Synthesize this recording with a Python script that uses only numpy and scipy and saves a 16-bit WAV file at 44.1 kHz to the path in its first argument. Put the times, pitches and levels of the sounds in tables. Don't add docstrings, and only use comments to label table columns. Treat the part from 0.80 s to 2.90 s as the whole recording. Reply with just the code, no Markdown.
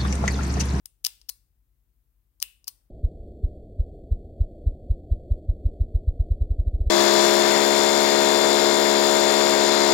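import sys
import numpy as np
from scipy import signal
from scipy.fft import rfft, irfft
from scipy.io import wavfile

SR = 44100
rng = np.random.default_rng(int(sys.argv[2]) if len(sys.argv) > 2 else 0)


def output_pcm(signal):
    pcm = np.clip(np.atleast_2d(signal).T, -1, 1) * 32767
    wavfile.write(sys.argv[1], SR, np.round(pcm).astype(np.int16))


N = 92610
T = np.arange(N) / SR
T_CONTACT = T[:1024]


def from_db(db):
    return 10 ** (np.asarray(db) / 20)


def unit(x):
    return x / np.sqrt(np.sum(x ** 2, axis=-1, keepdims=True) + 1e-20)


def at_hz(points, hz):
    f, v = np.transpose(points)
    return np.interp(np.log(np.maximum(hz, 1)), np.log(f), v)


def colour(x, spectrum):
    size = x.shape[-1]
    return irfft(rfft(x) * from_db(at_hz(spectrum, np.fft.rfftfreq(size, 1 / SR))), size)


def fade(t, t60_s):
    return np.exp(-np.log(1000) * t / t60_s)


def add(out, start_s, x):
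    i = int(start_s * SR)
    out[i:i + len(x)] += x[:N - i]


def minimum_phase(power):
    cepstrum = irfft(np.log(power + 1e-12) / 2)
    half = len(cepstrum) // 2
    cepstrum[1:half] *= 2
    cepstrum[half + 1:] = 0
    return irfft(np.exp(rfft(cepstrum)))


def air(level_db=-71.5, right_db=-3.5):
    # (frequency [Hz], relative density [dB])
    spectrum = [(22, -28), (34, -22), (50, -5), (90, -9), (130, -13), (200, -24), (310, -25), (550, -35),
                (1500, -38), (5500, -43), (10000, -39), (14000, -32), (16000, -34)]
    # (frequency [Hz], correlation [-])
    likeness = [(60, .9), (300, .6), (1500, .1), (12000, .05)]
    alike = at_hz(likeness, np.fft.rfftfreq(N, 1 / SR))
    mid, side = rfft(rng.standard_normal((2, N)))
    noise = irfft(np.sqrt(1 + alike) * mid + np.sqrt(1 - alike) * side * [[1], [-1]], N)
    return unit(colour(noise, spectrum)) * np.sqrt(N) * from_db(level_db) * from_db([[0], [right_db]])


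def hum(hz=50.2, beat_hz=10.5, peak_s=.052, tone_db=-65, waver_db=.8, right_db=-8):
    gain = from_db(tone_db + waver_db * signal.resample(rng.standard_normal(16), N))
    throb = 2 * np.cos(np.pi * beat_hz * (T - peak_s))
    return gain * throb * np.sin(2 * np.pi * (hz * T + rng.random())) * from_db([[0], [right_db]])


def fingers():
    # (time [s], level [dB])
    grip = [(0, -87.5), (.2, -94.5), (.45, -87.5), (.55, -105), (1.55, -105), (1.7, -104), (1.85, -84),
            (2.0, -82.5), (2.1, -88.5)]
    # (frequency [Hz], relative density [dB])
    spectrum = [(100, -31.5), (300, 2.5), (500, -1), (1000, -6), (3000, -18), (12000, -42.5)]
    rub = unit(colour(rng.standard_normal((2, N)), spectrum)) * np.sqrt(N)
    return rub * from_db(np.interp(T, *np.transpose(grip)))


def room(x, delay_s=.004, right_db=-5.5, early_db=3.5, early_t60_s=.06):
    # (frequency [Hz], gain [dB])
    spectrum = [(300, -4.5), (1000, -6.5), (2000, -14.5), (3500, -13), (5500, -21), (8500, -15.5),
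                (12000, -18), (15500, -18.5)]
    # (frequency [Hz], t60 [s])
    decay = [(500, .33), (3000, .37), (8000, .35), (15000, .32)]
    t, centres_hz = T[:SR // 2], np.geomspace(250, 16000, 7)
    white = rfft(rng.standard_normal((2, len(t))))
    hz = np.fft.rfftfreq(len(t), 1 / SR)
    tail = np.zeros((2, len(t)))
    for centre_hz, share in zip(centres_hz, np.eye(len(centres_hz))):
        band = irfft(white * at_hz(list(zip(centres_hz, share)), hz), len(t))
        tail += band * fade(t, at_hz(decay, centre_hz))
    tail *= 1 + from_db(early_db) * fade(t, early_t60_s)
    tail = colour(unit(tail), spectrum) * np.minimum(1, 10 * (t[-1] - t))
    tail = np.pad(tail, ((0, 0), (int(delay_s * SR), 0)))
    return signal.fftconvolve(x[None], tail, axes=1)[:, :N] * from_db([[0], [right_db]])


def direct(x, lag_s=.0003, scatter_db=-13.5, scatter_t60_s=.012):
    # (frequency [Hz], gain [dB])
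    shade = [(500, -11), (1200, -4), (2300, -11), (3200, -11), (5500, -18), (9000, -10.5), (14000, -18)]
    scatter = unit(rng.standard_normal(len(T_CONTACT)) * fade(T_CONTACT, scatter_t60_s))
    far = colour(x, shade) + from_db(scatter_db) * signal.fftconvolve(x, scatter)[:N]
    return np.array([x, np.pad(far, (int(lag_s * SR), 0))[:N]])


def contact_force(chatter_s, chatter_ratio, graze_db=-9.5, graze_s=.001):
    before = np.exp(-T_CONTACT / graze_s)
    after = np.exp(-(T_CONTACT / chatter_s) ** 2)
    rebounds = chatter_ratio * unit(rng.standard_normal(len(T_CONTACT)) * after)
    rebounds[0] = 1
    graze = from_db(graze_db) * unit(rng.standard_normal(len(T_CONTACT)) * before)[::-1]
    force = np.concatenate([graze, rebounds])
    window = np.sqrt(np.concatenate([before[::-1], after]))
    for _ in range(2):
        force = irfft(np.exp(1j * np.angle(rfft(force)))) * window
    return force


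def case(tint, crack_db, crack_low_hz=2597, body_low_hz=956, thud_db=-43, thud_hz=1200.6):
    # (frequency [Hz], level [dB], t60 [s])
    case_modes = [(1000, -20.5, 0.026), (1850, -17.5, 0.0067), (2755, -9.5, .012), (3090, -10.5, .009),
                  (3850, -13.5, 0.021), (4382, -8.5, .008), (4864, -3.5, 0.013), (5206, -1.5, 0.0047),
                  (5780, -3.5, .006), (6600, -13, .005), (8870, -4.5, 0.0089), (9200, -8.5, .006),
                  (11910, -8.5, .005), (13400, -2.5, 0.015), (15000, -7.5, .004)]
    f = np.fft.rfftfreq(len(T_CONTACT), 1 / SR)
    modes = sum(from_db(db) ** 2 / (1 + (2 * np.pi * (f - hz) * t60_s / np.log(1000)) ** 2)
                for hz, db, t60_s in case_modes)
    crack = from_db(crack_db) ** 2 * f ** 6 / (f ** 6 + crack_low_hz ** 6)
    radiation = f ** 6 / (f ** 6 + body_low_hz ** 6)
    thud = from_db(thud_db) ** 2 / (1 + (f / thud_hz) ** 2)
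    return minimum_phase(((modes + crack) * radiation + thud) * from_db(at_hz(tint, f)) ** 2)


def ring(t, hz, t60_s, count=7, spread_hz=204):
    partials_hz = hz + spread_hz * (np.linspace(-1, 1, count) + rng.uniform(-.85, 1, count) / count)
    partials = np.cos(2 * np.pi * partials_hz[:, None] * t) * fade(t, t60_s)
    return rng.choice([-1, 1], count) @ partials / np.sqrt(count)


def rattle(contacts, ring_modes, crack_db, chatter_ratio, click_gain_db=16.5):
    out = np.zeros(N)
    tone = sum(from_db(db) * ring(T[:SR // 4], hz, t60_s) for hz, db, t60_s in ring_modes)
    for time_s, db, thud_db, body_db, ping_db, treble_db, chatter_s, ring_db in contacts:
        # (frequency [Hz], gain [dB])
        tint = [(1200.6, thud_db), (2800, body_db), (4730, 0), (9500, ping_db), (12500, treble_db)]
        click = unit(signal.fftconvolve(contact_force(chatter_s, chatter_ratio), case(tint, crack_db)))
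        add(out, time_s - len(T_CONTACT) / SR, from_db(db + click_gain_db) * click)
        add(out, time_s, from_db(db + ring_db) * tone)
    return out


def padlock(crack_db):
    # (time [s], relative level [dB], thud [dB], body [dB], ping [dB],
    # treble [dB], chatter length [s], ring [dB])
    clacks = [(.0575, -25.5, 1.5, 0.5, 11, 5.5, 0.0028, -20),
              (.2441, -22.5, -8.5, -1, 4.5, 3.5, 0.0036, -13.5),
              (.2491, -9, -10.5, -4.5, -1.5, -4.5, 0.0025, -18.5),
              (.2598, -21.5, -2.5, 7, 11, 1, .003, -16.5),
              (.2638, -14.5, -2.5, 0.5, 0.5, 1.5, 0.0054, -15.5),
              (.2671, -11.5, -1.5, -4.5, -3.5, -1, .001, -24),
              (.4145, -43.5, -3.5, -4.5, -8.5, -12, .002, -8), (.4174, -52, 5.5, 2, -1, -31, 0.0039, -9),
              (1.6016, -34.5, -23.5, -12, 4, -8.5, .002, -10), (1.6128, -47, 14, -10, 0, -7.5, .002, -10.5),
              (1.6191, -26.5, -10, -7, 6, -2.5, .003, 3.5), (1.6265, -9, 1, 8, 8.5, 7, .001, -5),
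              (1.8432, -42, -17.5, -12, -1, -9.5, .001, -1.5)]
    slips = [(.4879, -32, -39, -10, -42, 2, 0.0015, -10), (.4911, -17.5, -3, -7.5, -2.5, 2.5, 0.0047, -34),
             (.4941, -24, 9.5, 5, 9.5, 14, 0.0019, 10), (.4971, -21, -4.5, -11.5, 2.5, -0.5, .003, -0.5),
             (1.8724, -29, 1.5, -48, -56, -5, 0.014, 11), (1.8781, -22, 1.5, -4.5, 2.5, 3.5, .003, -8),
             (1.8808, -18.5, 0.5, -8, 7, 4, 0.00073, -11),
             (1.8824, -24.5, -11.5, -2.5, -1.5, 4.5, 0.0095, 2.5)]
    # (frequency [Hz], relative level [dB], t60 [s])
    shackle = [(2743, -29.5, .32), (4080, -43, 0.31)]
    # (frequency [Hz], relative level [dB], t60 [s])
    spring = [(4250, -30, 0.12), (9380, -31, 0.15)]
    tugs = rattle(clacks, shackle, crack_db, chatter_ratio=2)
    rasps = rattle(slips, spring, crack_db, chatter_ratio=4.3)
    return tugs + rasps


def scene():
    return direct(padlock(crack_db=-17.5)) + room(padlock(crack_db=-7.5)) + air() + hum() + fingers()


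def record(dry, cutoff_hz=15900):
    return signal.sosfilt(signal.ellip(10, .2, 80, cutoff_hz, fs=SR, output="sos"), dry)


dry = scene()
out = record(dry)
output_pcm(out)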